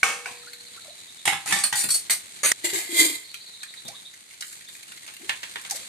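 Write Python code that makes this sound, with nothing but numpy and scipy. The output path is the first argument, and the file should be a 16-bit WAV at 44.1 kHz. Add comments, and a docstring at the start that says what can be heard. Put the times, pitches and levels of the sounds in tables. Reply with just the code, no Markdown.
"""Steel clanks, scrapes and clinks: someone is washing up in a yard.
A plate rings as it hits a basin and is stacked on a lidded drum; a ladle scrapes in the basin.
The steel rings until its sound cuts off abruptly with a sharp click.
Then water sloshes and trapped air gulps; drips, rustles and wet slaps follow.
Far off, over a soft outdoor hiss, a small bird twice sings a slowing, sinking run of chirps."""
import sys
import numpy as np
from scipy import signal
from scipy.fft import rfft, irfft, next_fast_len
from scipy.io import wavfile
from scipy.ndimage import map_coordinates

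SR = 44100
rng = np.random.default_rng(int(sys.argv[2]) if len(sys.argv) > 2 else 0)


def master_out(mix):
    """Clip the mix to full scale and print it as 16-bit PCM to the path in sys.argv[1]."""
    frames = np.transpose(np.atleast_2d(mix))
    ceiling = np.clip(frames, -1, 1)
    pcm = np.round(ceiling * 32767).astype(np.int16)
    wavfile.write(sys.argv[1], SR, pcm)


N = 259308

SPLIT_HZ, TOP_HZ = 3860, 14600  # where the treble begins and ends
CONTACT_S = 0.0005  # time a blow takes to set the steel ringing
# tone of spraying water and wet leaves: (frequency [Hz], level [dB])
SPRAY = [(88, -44), (150, -38.5), (320, -15), (433, -17.5), (620, -15), (1010, -19), (1370, -21.5),
         (2120, -5), (2820, -14.5), (4300, -8), (5670, -16.5), (7500, -4), (13800, -18)]


def amp(db):
    """Turn decibels into a gain; amp(-60 * t / t60) fades by 60 dB in t60 seconds."""
    return 10 ** (np.asarray(db) / 20)


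def unit(x):
    """Scale a sound to an average (rms) strength of 1."""
    return x / np.sqrt(np.mean(x ** 2) + 1e-20)


def colour(points, hz):
    """Read the gain at hz from a tone curve of (frequency [Hz], level [dB]) points."""
    freqs, db = np.transpose(points)
    return amp(np.interp(np.log(hz + 1), np.log(freqs + 1), db))


def filtered(x, response):
    """Multiply each frequency in x by response(hz)."""
    n = x.shape[-1]
    padded = next_fast_len(n + 8192)
    return irfft(rfft(x, padded) * response(np.fft.rfftfreq(padded, 1 / SR)), padded)[..., :n]


def toned(x, tone):
    """Give x a tone curve, at strength 1."""
    return unit(filtered(x, lambda hz: colour(tone, hz)))


def body_and_treble(x, tone):
    """Give x a tone curve and split it into a low and a high part, each at strength 1."""
    low = lambda hz: 1 / (1 + (hz / SPLIT_HZ) ** 12)
    body = filtered(x, lambda hz: colour(tone, hz) * low(hz))
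    treble = filtered(x, lambda hz: colour(tone, hz) * (1 - low(hz)))
    return np.array([unit(body), unit(treble)])


def add(track, s, sound):
    """Mix a sound into the track, starting at s seconds."""
    part = track[:, max(round(s * SR), 0):][:, :sound.shape[-1]]
    part += sound[..., :part.shape[-1]]


def wobble(rate):
    """A smooth curve through `rate` random values a second."""
    knots = rng.standard_normal(int(N * rate / SR) + 4)
    return map_coordinates(knots, [np.arange(N) * rate / SR])


def noise(n, spread):
    """Stereo noise: left and right are alike in the bass, partly unrelated in the treble."""
    mid, side = rng.standard_normal((2, n))
    side = spread * filtered(side, lambda hz: (hz + 400) / (hz + 1500))
    return unit(np.array([mid + side, mid - side]))


def aside(x, lag_ms):
    """Sound from one side reaches the left channel before the right."""
    return filtered(x, lambda hz: np.exp(1j * np.pi * hz * lag_ms / 1000 * np.array([[1], [-1]])))


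def resonances(x, width_hz, depth_db):
    """Many close resonances lift and lower narrow bands, a little differently left and right."""
    left, right, shared = rng.standard_normal((3, int(SR / width_hz)))
    curves = shared + .5 * left, shared + .5 * right
    ripple = lambda hz: np.array([map_coordinates(curve, [hz / width_hz]) for curve in curves])
    return filtered(x, lambda hz: amp(depth_db * ripple(hz)))


def yard_echoes(x, t60):
    """Walls and trees scatter the sound back as a fading tail."""
    t = np.arange(SR // 2) / SR
    tail = rng.standard_normal((2, len(t))) * amp(-60 * t / t60)
    return signal.fftconvolve(x, tail / np.linalg.norm(tail[0]), axes=1)[:, :N]


def air():
    """A soft, slightly restless outdoor hiss."""
    # tone of the hiss: (frequency [Hz], level [dB])
    tone = [(30, -16), (108, -9), (1440, -7), (2180, -0.5), (2740, -5.5), (4130, 2), (5340, -9),
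            (6390, -3.5), (8700, -0.5), (13800, -18.5)]
    # its slow rise and fall: (time [s], level [dB])
    loudness = [(.6, -45.5), (1.1, -46), (2.25, -43.5), (4.15, -48.5), (5.0, -46.5), (5.85, -40.5)]
    level = amp(np.interp(np.arange(N) / SR, *np.transpose(loudness)) + wobble(16))
    hiss = toned(noise(N, 1.0) * amp(1.9 * wobble(300)), tone)
    return aside(level * hiss, lag_ms=0.428)


def chirp_run(start, hz, db, count=12, first_gap_s=.051, gap_growth=1.072, sink_oct_per_s=0.2305):
    """A run that slows, sinks and swells, as rows of (time [s], pitch [Hz], level [dB])."""
    age = first_gap_s * np.append(0, np.cumsum(gap_growth ** np.arange(count - 1)))
    soft_start_db = 4 * np.exp(-age / 0.078)
    return np.column_stack([start + age, hz * 2 ** (-sink_oct_per_s * age), db - soft_start_db])


def bird(chirp_s=0.0384):
    """Each chirp is a quick, raspy whistle that arches up and back down."""
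    # runs of chirps: (start [s], first pitch [Hz], level [dB])
    songs = [(0.371, 4250, -46.5), (3.242, 4106, -43)]
    # a chirp on its own: (time [s], pitch [Hz], level [dB])
    lone_chirps = [(4.675, 3580, -47)]
    out, t = np.zeros((2, N)), np.arange(SR // 10) / SR
    arch = np.sin(np.pi * np.minimum(t / chirp_s, 1))
    for s, hz, db in np.vstack([chirp_run(*song) for song in songs] + [lone_chirps]):
        rasp = .08 * (hz / 4000) ** 2 * wobble(700)[:len(t)]
        pitch = hz * 2 ** (.15 * (arch - .8) + rasp)
        add(out, s - .014, amp(db) * arch ** 2 * np.sin(2 * np.pi * np.cumsum(pitch) / SR))
    return out


def rustles():
    """Wet leaves brush past in soft, uneven swishes."""
    # brushes of the leaves: (time [s], level [dB], length [s])
    brushes = [(4.41, -42, 0.19), (4.67, -45.5, .14), (5.701, -36.5, 0.092)]
    out = np.zeros((2, N))
    for s, db, length in brushes:
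        n = int(length * SR)
        _, swish = body_and_treble(noise(n, 1) * amp(4.3 * wobble(250))[:n], SPRAY)
        add(out, s, amp(db) * swish * np.sqrt(np.hanning(n)))
    return out


def drips(t60=0.049, patter_from_s=3.8, count=50):
    """Single drops tick, each with its own tone; after the sloshing, fainter ones patter ever faster."""
    # the nearest drops: (time [s], level [dB])
    near_drops = [(.533, -34), (3.343, -28.5), (3.632, -26.5), (3.739, -36), (4.423, -28.5)]
    # tone of a drop landing: (frequency [Hz], level [dB])
    tone = [(700, -24), (2100, 2.5), (3000, -5), (4200, -2.5), (5500, -13), (8000, -5), (13800, -17)]
    out, t = np.zeros((2, N)), np.arange(SR // 10) / SR
    jitter, faintness = rng.random((count, 2)).T
    times = patter_from_s + (N / SR - patter_from_s) * np.sqrt((np.arange(count) + jitter) / count)
    patter = np.column_stack([times, -35 - 9.5 * faintness])
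    for s, db in np.vstack([near_drops, patter]):
        tick = resonances(noise(len(t), .7), width_hz=350, depth_db=5)
        add(out, s, toned(tick, tone) * amp(db - 60 * t / t60))
    return aside(out, lag_ms=0.458)


def slaps(body_t60=0.087, treble_t60=0.059):
    """Water and mud smack in short, grainy bursts; heavier things land with a dull bump."""
    # wet smacks: (time [s], level [dB], treble boost [dB])
    smacks = [(3.88, -42.5, 13.5), (4.407, -42, 14), (5.078, -34, -3.5), (5.293, -18, -9),
              (5.431, -27, -3.5), (5.557, -27, -16), (5.649, -32.5, -4.5), (5.698, -38.5, 11),
              (5.709, -36, 15), (5.756, -38.5, 10.5)]
    # heavy landings: (time [s], level [dB], fade time [s])
    thuds = [(1.835, -37.5, 0.25), (2.728, -38, 0.11), (3.85, -41.5, 0.18)]
    # tones of a smack and of a thud: (frequency [Hz], level [dB])
    smack_tone = [(88, -60), (150, -32), (1110, -12.5), (1320, -16.5), (1660, -9.5), (8440, -11),
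                  (13800, -25)]
    thud_tone = [(50, -46), (130, -11.0), (300, -17.5), (750, -19.0), (1600, -35)]
    out, t = np.zeros((2, N)), np.arange(SR // 3) / SR
    for s, db, treble_db in smacks:
        # the level jumps about once a millisecond
        grains = np.repeat(amp(3.5 * rng.standard_normal(len(t))), SR // 1000)[:len(t)]
        body, treble = body_and_treble(noise(len(t), 0.79) * grains, smack_tone)
        smack = body * amp(-60 * t / body_t60) + treble * amp(treble_db - 60 * t / treble_t60)
        add(out, s, smack * amp(db) * (1 - np.exp(-t / 0.00081)))
    for s, db, t60 in thuds:
        bump = toned(noise(len(t), 0.71), thud_tone)
        add(out, s, bump * amp(db - 60 * t / t60) * (1 - np.exp(-t / 0.00035)))
    return aside(out, lag_ms=0.467)


def bubble(hz, db, glide_oct_per_s, waver_oct):
    """Trapped air rings at a gliding, unsteady pitch; bigger, lower bubbles ring longer."""
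    t = np.arange(SR // 3) / SR
    t60 = 0.092 * np.sqrt(1000 / hz)
    pitch = hz * 2 ** (glide_oct_per_s * t + waver_oct * wobble(106)[:len(t)])
    level = amp(db - 60 * t / t60) * (1 - np.exp(-t / 0.0024))
    return level * np.sin(2 * np.pi * np.cumsum(pitch) / SR)


def bubbles(climb_oct_per_s=3.5):
    """Big air pockets gulp and sink in pitch; small bubbles climb in pitch as they near the surface."""
    # pockets of air under the sloshes: (time [s], pitch [Hz], level [dB])
    gulps = [(2.641, 345, -27.5), (2.642, 604, -33.5), (2.73, 388, -27.5), (2.748, 361, -31.5),
             (2.891, 343, -33.5), (2.927, 339, -28), (2.992, 310, -29), (3.008, 316.6, -20),
             (3.056, 293, -31), (3.098, 326, -36.5)]
    # small bubbles: (time [s], pitch [Hz], level [dB])
    plips = [(.47, 1486, -35), (.774, 1366, -38.5), (.88, 600, -38.5), (3.884, 743, -37),
             (5.23, 358, -41.5), (5.712, 715, -33.5), (5.745, 573, -39.5)]
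    out = np.zeros((2, N))
    for s, hz, db in gulps:
        add(out, s, bubble(hz, db, glide_oct_per_s=-0.48, waver_oct=0.052))
    for s, hz, db in plips:
        add(out, s, bubble(hz, db, climb_oct_per_s, waver_oct=0.093))
        for when, octaves in rng.uniform(-1, 1, (4, 2)):  # four fainter bubbles around each one
            splatter = bubble(hz * 2 ** (octaves + .5), db - 12, climb_oct_per_s, waver_oct=.15)
            add(out, s + .07 * when, splatter)
    return out


def sloshes(treble_db=6, brighten=0.15, lead_s=.5):
    """Water swells and collapses into spray; each slosh rings the vessel anew, brighter when faster."""
    # sheets of water: (peak time [s], level [dB], rise time [s], fade time [s])
    sheets = [(2.647, -21.5, 0.031, 0.51), (2.735, -25.5, 0.0078, 0.53), (2.79, -27.5, 0.27, 0.34),
              (3.008, -13, 0.32, 0.43)]
    out, t = np.zeros((2, N)), np.arange(SR) / SR - lead_s
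    for s, db, rise, fall in sheets:
        flow = amp(-60 * np.maximum(-t / rise, t / fall))
        droplets = noise(SR, 0.99) * amp(2.5 * wobble(900) + 1.5 * wobble(70.4))[:SR]
        body, treble = body_and_treble(resonances(droplets, width_hz=120, depth_db=3.8), SPRAY)
        splash = (body + amp(treble_db) * flow ** brighten * treble) / np.hypot(1, amp(treble_db))
        add(out, s - lead_s, amp(db) * flow * splash)
    return aside(out, lag_ms=0.449)


def contact(tone, treble_db, crack_db, t60, count=330):
    """One touch on steel gives a crack and rings its own random set of weak notes."""
    n = SR // 2
    t, weak_notes = np.arange(n) / SR, np.zeros(n // 2 + 1)
    pitches = (np.arange(count) + rng.random(count)) / count * TOP_HZ
    weak_notes[(pitches * n / SR).astype(int)] = 1  # only these frequencies of the noise get through
    ringing = resonances(irfft(rfft(noise(n, .95)) * weak_notes), width_hz=150, depth_db=5.5)
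    ringing = body_and_treble(ringing, tone) * amp(-60 * t / t60)
    crack = body_and_treble(noise(n, 1.0), tone) * amp(crack_db - 60 * t / 0.041)
    body, treble = ringing + crack
    return (body + amp(treble_db) * treble) * (1 - np.exp(-t / CONTACT_S)) / np.hypot(1, amp(treble_db))


def steel(hits, notes, tone, notes_db, crack_db, scrape_db, t60, grip_detune=0.00488, touch_s=0.03):
    """A blow rings the steel's strong notes, bent by the grip; the rim then chatters as it slides."""
    out, t = np.zeros((2, N)), np.arange(SR) / SR
    onset = 1 - np.exp(-t / CONTACT_S)
    for s, db, treble_db, slide in hits:
        add(out, s, amp(db) * contact(tone, treble_db, crack_db, t60))
        for hz, level, fade_s in notes:
            phase = rng.uniform(0, 2 * np.pi) + rng.normal(0, 0.51, (2, 1))
            pitch = hz * (1 + grip_detune * rng.normal())
            share = (amp(treble_db) if hz > SPLIT_HZ else 1) / np.hypot(1, amp(treble_db))
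            ring = amp(db + notes_db + level + rng.normal(0, 2.07) - 60 * t / fade_s) * onset
            add(out, s, share * ring * np.sin(2 * np.pi * pitch * t + phase))
        # the rim moves from point to point, tapping eight times at each, so the weak notes keep shifting
        for start in np.arange(0, slide, touch_s):
            length = min(touch_s, slide - start)
            taps = np.bincount((rng.random(8) * length * SR).astype(int), rng.standard_normal(8))
            chatter = amp(scrape_db) * np.sqrt(length) * taps / np.linalg.norm(taps)
            touch = contact(tone, treble_db, crack_db, t60)
            add(out, s + start, signal.fftconvolve(touch, chatter[None], axes=1))
    return out


def dishes(cutoff_s=2.5175):
    """Struck plate, stack, ladle and basin ring until the sound cuts off abruptly with a sharp click."""
    # blows on each piece: (time [s], level [dB], treble boost [dB], length of the slide after it [s])
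    plate_hits = [(.0305, -19.5, -4, 0.075), (.258, -36, -4.5, 0.003)]
    stack_hits = [(1.254, -23.5, 3.5, 0.021), (1.276, -17.5, -6, 0.017), (1.326, -29, -13, 0.012),
                  (1.459, -32.5, 4, 0.054), (1.508, -30, -4, .008), (1.524, -18.5, -0.5, 0.05),
                  (1.587, -27, 10, .012), (1.726, -23, -2, 0.0057)]
    ladle_hits = [(1.637, -15, 11.5, 0.0013), (1.755, -23, 14, 0.032), (1.781, -23, 19, 0.026),
                  (1.81, -26.5, 10.5, 0.031), (1.888, -24, 12, 0.0034), (1.904, -17.5, 23, 0.042),
                  (1.943, -18.5, 19, 0.013), (2.097, -20, 4, 0.0056), (2.106, -16, 12.5, 0.021)]
    basin_hits = [(2.432, -22, 3.4, 0.015), (2.446, -20.5, 8.3, 0.013), (2.458, -19, 8, 0.031)]
    # the strongest notes each piece rings at: (pitch [Hz], level [dB], fade time [s])
    plate = [(450.3, -13, 0.55), (482.7, -18.5, 1.8), (803, -11, 0.6), (1102, -4, 0.42), (1517, 21, 0.026),
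             (1572, -5, 0.46), (2282, 20, 0.033), (2510, -2.5, 0.43)]
    stack = [(794, -1, 0.34), (846, -1.5, 0.26), (1930, 4.5, 0.098)]
    ladle = [(1610, -2.5, 0.12), (4420, 1, 0.15)]
    basin = [(572, 2, 0.04), (2062, 0, 0.22), (6060, -0.5, 0.16), (6670, 3, 0.13)]
    # tones of the many weaker notes, and of the click: (frequency [Hz], level [dB])
    plate_tone = [(71, -64), (140, -27.5), (450, -17.5), (1000, -5), (1680, -6), (2650, -1.5),
                  (3450, -15.5), (4400, -10.5), (8400, -12.5), (13800, -30)]
    stack_tone = [(60, -48), (105, -8), (300, -14), (550, -18), (771, -1.5), (1400, -5), (2100, 0),
                  (5020, -8.5), (9250, -3.5), (13800, -22)]
    ladle_tone = [(59, -56), (100, -34), (330, -16), (1520, -6.5), (2200, 0.5), (3200, -8.5), (4450, -6.5),
                  (5500, -12.5), (7500, -7), (8800, 2), (11000, -13), (13800, -16)]
    click_tone = [(80, -35), (1000, -18), (1900, 0.0), (3200, -19.5), (7000, -7.5), (14000, -23.5)]
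    out = steel(plate_hits, plate, plate_tone, notes_db=-5.5, crack_db=4.5, scrape_db=-14.0, t60=0.44)
    out += steel(stack_hits, stack, stack_tone, notes_db=-8.5, crack_db=3.0, scrape_db=-10.5, t60=0.3)
    out += steel(ladle_hits, ladle, ladle_tone, notes_db=-7.5, crack_db=-5.0, scrape_db=-5.5, t60=0.2)
    out += steel(basin_hits, basin, ladle_tone, notes_db=-2.5, crack_db=-7.0, scrape_db=-4.5, t60=0.24)
    since_cutoff = np.maximum(np.arange(N) / SR - cutoff_s, 0)
    click = toned(noise(N, 0.99), click_tone) * amp(-6.0 - 60 * since_cutoff / 0.018) * (since_cutoff > 0)
    return out * amp(-60 * since_cutoff / 0.015) + click


def scene():
    """Dishes close by, water to one side, the bird far off and heard mostly through its echoes."""
    wet = sloshes() + bubbles() + slaps() + drips() + rustles()
    song = bird()
    far_song = song + amp(7.5) * yard_echoes(song, t60=0.24)
    return dishes() + wet + amp(-6) * yard_echoes(wet, t60=0.27) + far_song + air()


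def record(dry, low_cut_hz=75, ceiling=.85):
    """The left gets more bass, the right more middle; peaks are rounded, rumble and top treble cut."""
    # boost on the left, equal cut on the right: (frequency [Hz], level [dB])
    balance = [(30, -2.0), (80, 8.5), (330, 6.0), (500, 0.5), (2000, -1.5), (11000, 0.6)]
    lean = lambda hz: np.array([colour(balance, hz), 1 / colour(balance, hz)])
    channels = filtered(dry, lambda hz: lean(hz) * hz ** 2 / np.hypot(hz ** 2, low_cut_hz ** 2))
    rounded = channels / (1 + (channels / ceiling) ** 4) ** .25
    return filtered(rounded, lambda hz: hz < TOP_HZ)


dry = scene()
out = record(dry)
master_out(out)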